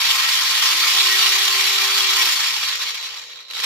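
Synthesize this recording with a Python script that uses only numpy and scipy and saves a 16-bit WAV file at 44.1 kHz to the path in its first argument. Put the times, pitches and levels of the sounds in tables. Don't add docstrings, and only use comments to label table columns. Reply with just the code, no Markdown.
import sys
import numpy as np
from scipy import signal
from scipy.fft import rfft, irfft, next_fast_len
from scipy.io import wavfile
from scipy.ndimage import uniform_filter1d, map_coordinates

SR = 44100
rng = np.random.default_rng(int(sys.argv[2]) if len(sys.argv) > 2 else 0)


def dump_mix(stems):
    frames = np.atleast_2d(stems).T
    limited = np.clip(frames, -1, 1)
    pcm = np.round(limited * 32767).astype(np.int16)
    wavfile.write(sys.argv[1], SR, pcm)


def field_ratio(decibels):
    return 10 ** (np.asarray(decibels, dtype=float) / 20)


N = 160965
FULL_HZ = 385

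# time in seconds, speed in turns per second (Hz).
SHAFT = [(0, 256), (.3, 270), (.6, 303), (.8, 350), (.95, 371), (1.05, 378), (1.4, 385), (2.15, 391),
         (2.21, 381), (2.35, 316), (2.6, 240), (3.0, 130), (3.45, 20), (3.5, 45), (3.65, 150)]
# time in seconds, rattle level in dB.
EFFORT = [(0.0, -17.5), (0.17, -17), (0.29, -18), (0.92, -16.5), (2.1, -18), (2.22, -16), (2.51, -20.5),
          (2.89, -25), (2.93, -28.5), (2.955, -26), (3.0, -32.5), (3.03, -28.5), (3.29, -35.5),
          (3.42, -40.5), (3.47, -45.5), (3.5, -40), (3.56, -27.5), (3.65, -22)]
# frequency in Hz, level in dB.
BODY = [(120, -78), (300, -28.5), (580, -33), (1000, -15), (2000, -5), (3300, -1), (6200, -10), (8500, -25)]
# frequency in Hz, level in dB.
BRUSH = [(5000, -37.5), (7500, -13), (9000, -13), (12500, -11.5), (15000, -13), (15600, -11)]


def unit(x):
    return x / np.sqrt(np.mean(x ** 2) + 1e-20)


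def along(points, hz):
    f, value = np.transpose(points)
    return np.interp(np.log(hz + 1), np.log(f + 1), value)


def curve(rows):
    return np.interp(np.arange(N) / SR, *np.transpose(rows))


def wobble(rate):
    knots = rng.standard_normal(int(N * rate / SR) + 4)
    return map_coordinates(knots, [np.arange(N) * rate / SR])


def filtered(x, response):
    m = next_fast_len(N + SR // 2)
    return irfft(rfft(x, m) * response(np.fft.rfftfreq(m, 1 / SR)), m)[..., :N]


def rings(f):
    # frequency in Hz, width in Hz, strength in dB.
    resonances = [(461, 15, 10), (863, 150, 6), (1054.5, 14, 14.5), (1183, 26, 8), (1315, 30, 8.5),
                  (1892, 13.8, 10.5), (2220, 85, 2), (2414, 19, 6), (3310, 15, 4.5), (3483, 25, 4),
                  (6770, 77, 9), (4470, 162, 7), (5416, 450, 4.5), (7380, 150, 7.5)]
    power = 1
    for centre, width, db in resonances:
        peak = (f * width) ** 2 / ((centre ** 2 - f * f) ** 2 + (f * width) ** 2)
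        power = power + field_ratio(2 * (0.8 + db)) * peak
    return np.sqrt(power)


def chassis(f):
    return field_ratio(along(BODY, f)) * rings(f)


def patchy(x):
    z = signal.stft(x, nperseg=256)[2]
    field = rng.standard_normal(z.shape[1:])
    field = uniform_filter1d(field, size=3, axis=0)
    field = uniform_filter1d(field, size=16, axis=1)
    patch_db = 1.47 * unit(field)
    return signal.istft(z * field_ratio(patch_db), nperseg=256)[1][:, :N]


def knocks(shaft_hz, parts):
    idle_knocks_hz, knocks_per_turn = 83.6, 2.2
    t60_s, rise_s = 0.0097, 0.002
    chance = (idle_knocks_hz + knocks_per_turn * shaft_hz) / SR
    strength_db = 5 * np.clip(rng.standard_normal((parts, N)), -2, 2)
    hits = (rng.random((parts, N)) < chance) * field_ratio(strength_db)
    hit_power = hits ** 2 + .5 * np.roll(hits, 1, 0) ** 2

    t = np.arange(SR // 20) / SR
    decay = field_ratio(-120 * t / t60_s) * (1 - np.exp(-t / rise_s))
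    power = np.abs(signal.fftconvolve(hit_power, decay[None], axes=1)[:, :N])
    power = power / uniform_filter1d(power.mean(0) + 1e-9, size=SR // 4)
    slide_db = -7.5 + 3.5 * np.log2(shaft_hz / FULL_HZ)
    power = power + field_ratio(2 * slide_db)

    wheel_hz = 0.083 * shaft_hz
    wheel = np.sin(2 * np.pi * np.cumsum(wheel_hz) / SR + wobble(5.37))
    swell = field_ratio(1.29 * wheel + 0.2 * (wobble(45) + wobble(45.11)))
    ticks_hz, tick_db = 75.7, 17.5
    ticks = field_ratio(tick_db) * (rng.random((parts, N)) < ticks_hz / SR) * rng.standard_normal((parts, N))
    rattle = np.sqrt(power) * swell * rng.standard_normal((parts, N))
    return unit(patchy(rattle + ticks))


def gears():
    effort_db = curve(EFFORT)
    drive = knocks(curve(SHAFT), parts=3)
    top_db = effort_db.max()
    below_db = effort_db - top_db
    can_hz, can_width_hz = 3930, 440

    def can(f):
        return (1j * f * can_width_hz / (can_hz ** 2 - f * f + 1j * f * can_width_hz)) ** 2

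    def brush(f):
        return field_ratio(along(BRUSH, f))

    def sounding(level_db, response):
        full = np.sqrt(np.mean(filtered(drive, response) ** 2))
        return filtered(drive * field_ratio(level_db), response) / full

    ring_db = top_db - 14 + .62 * below_db + 2.5 * wobble(6.15)
    hiss_db = top_db - 11.5 + 1.91 * below_db
    return sounding(effort_db, chassis) + sounding(ring_db, can) + sounding(hiss_db, brush)


def bench(x):
    # frequency in Hz, time to fall by 60 dB in seconds.
    fade_times = [(300, 0.14), (3000, 0.063), (12000, 0.068)]
    far_lags = np.array([4, 17, 31])
    hz, t, z = signal.stft(rng.standard_normal((len(x), 2, SR // 5)), SR, nperseg=128)
    fade = field_ratio(-60 * t / along(fade_times, hz)[:, None])
    tail = signal.istft(z * fade, SR, nperseg=128)[1]
    path = field_ratio(6.5) * tail / np.linalg.norm(tail, axis=-1, keepdims=True)
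    path[:, 0, 0] += 1
    path[np.arange(len(x)), 1, far_lags] += 1
    heard = signal.fftconvolve(x[:, None], path, axes=2)[..., :N].sum(0)
    power = (np.abs(rfft(path.sum(1), SR)) ** 2).sum(0) / 2
    colour = uniform_filter1d(power, size=60)
    return filtered(heard, lambda f: np.interp(f, np.arange(len(colour)), colour) ** -.5)


def whine():
    # multiple of the shaft speed, level in dB at full speed, growth in dB per octave of speed.
    orders = [(1, -48, 24), (2, -51, 60), (3, -49, 0), (4, -48, 0), (5, -46, -2), (6, -43, -4),
              (7, -50, -2)]
    # middle in seconds, multiple of the shaft speed, length in seconds, boost in dB.
    locks = [(.1, 5, .06, 5), (.25, 5, .07, 11), (.9, 7, .12, 21), (.97, 5, .04, 11), (1.13, 5, .09, 18),
             (1.26, 5, .06, 14), (1.1, 6, .05, 11), (1.25, 6, .08, 10), (1.7, 5, .1, 9), (2.08, 6, .08, 11),
             (2.2, 5, .06, 18), (2.21, 6, .07, 13)]
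    cut_s, fade_db_per_s = 2.27, 123
    seconds = np.arange(N) / SR
    shaft_hz = uniform_filter1d(curve(SHAFT), size=SR // 20) * (1 + .003 * wobble(24.47))
    turn = 2 * np.pi * np.cumsum(shaft_hz) / SR
    octaves = np.log2(shaft_hz / FULL_HZ)
    power_db = -fade_db_per_s * np.clip(seconds - cut_s, 0, None)
    grid = np.arange(4000)
    gain = np.abs(chassis(grid))

    total = np.zeros((2, N))
    for k, db, grow_db in orders:
        lock_db = np.zeros(N)
        for middle_s, multiple, long_s, boost_db in locks:
            if multiple == k:
                lock_db += boost_db * np.exp(-(2 * (seconds - middle_s) / long_s) ** 4)
        if k > 2:
            flare = (np.interp(k * shaft_hz, grid, gain) / np.interp(k * FULL_HZ, grid, gain)) ** .6
        else:
            flare = field_ratio(120 * np.minimum(np.log2(k * shaft_hz / 305), 0))
        flutter_db = (.7 + 0.52 * k) * wobble(12.08) * np.exp(-lock_db / 4)
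        dropout_db = 30 * np.minimum(octaves, 0) * np.abs(wobble(13.55)) * (k <= 4)
        level_db = db + grow_db * octaves + power_db + lock_db + flutter_db + dropout_db
        apart = np.array([[0], [np.pi / 2 * (k > 2)]])
        total += np.sqrt(2) * field_ratio(level_db) * flare * np.sin(k * turn + apart)
    return total


def clacks():
    # start in seconds, peak level in dB.
    blows = [(1.296, -13.5), (1.354, -11), (1.478, -10.5), (1.512, -12), (2.42, -21), (2.611, -14),
             (2.819, -16), (2.831, -15.5), (2.873, -22), (2.889, -17), (2.944, -15), (2.954, -17),
             (3.01, -20), (3.026, -19), (3.071, -22), (3.3, -36), (3.481, -36), (3.486, -33), (3.499, -28),
             (3.509, -18.5), (3.522, -24), (3.534, -18), (3.551, -18), (3.568, -17), (3.592, -14),
             (3.6, -13), (3.636, -11), (3.642, -11)]
    t60_s, rise_s = .021, .0015
    thud_hz, thud_width_hz, thud_db = 580, 480, -15
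    t = np.arange(SR // 25) / SR
    shape = field_ratio(-60 * t / t60_s) * (1 - np.exp(-t / rise_s))
    hits = np.zeros((2, N + len(t)))
    for s, db in blows:
        start = round(s * SR)
        hits[:, start:start + len(t)] += field_ratio(db - 2) * shape * rng.standard_normal((2, len(t)))

    def bright(f):
        return field_ratio(along(BODY, f)) + field_ratio(along(BRUSH, f) - 10.5)

    def thud(f):
        return np.abs(f * thud_width_hz / (thud_hz ** 2 - f * f + 1j * f * thud_width_hz)) ** 2

    bright_rms = np.sqrt(np.mean(bright(np.fft.rfftfreq(SR, 1 / SR)) ** 2))
    return filtered(hits[:, :N], lambda f: bright(f) / bright_rms + 2 * field_ratio(thud_db) * thud(f))


def floor():
    # frequency in Hz, level in dB.
    room_colour = [(20, -24), (60, -20), (230, -15), (450, 14.5), (2000, -13.5), (4000, -52), (8000, -40),
                   (15500, -33)]
    # frequency in Hz, level in dB.
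    rumble_colour = [(8, -60), (15, -40), (30, -7), (90, -4.5), (125, 3.5), (160, -2.5), (230, -9.5),
                     (330, -31)]

    def noise(points):
        white = rng.standard_normal((2, N))
        return unit(filtered(white, lambda f: field_ratio(along(points, f))))

    effort_db = curve(EFFORT)
    below_db = effort_db - effort_db.max()
    room = field_ratio(-53 + .33 * below_db) * noise(room_colour)
    rumble = field_ratio(-59.5 + 0.67 * below_db) * noise(rumble_colour)
    return room + rumble


def scene():
    return bench(gears()) + whine() + clacks() + floor()


def roll_off(x):
    return signal.sosfilt(signal.butter(12, 15700, fs=SR, output="sos"), x)


def record(dry):
    # frequency in Hz, level in dB.
    side_over_mid = [(60, -16), (130, -33), (290, -9.5), (640, -12.5), (1410, -3.5), (3100, -1.5),
                     (6820, -0.5), (15000, -0.5)]
    top_hz = 15350

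    def mid_gain(f):
        return (f < top_hz) / np.sqrt(1 + field_ratio(along(side_over_mid, f)) ** 2)

    def side_gain(f):
        return mid_gain(f) * field_ratio(along(side_over_mid, f))

    mid = filtered(dry[0] + dry[1], mid_gain)
    side = filtered(dry[0] - dry[1], side_gain)
    return roll_off(np.array([mid + side, mid - side]) / np.sqrt(2))


dry = scene()
out = record(dry)
dump_mix(out)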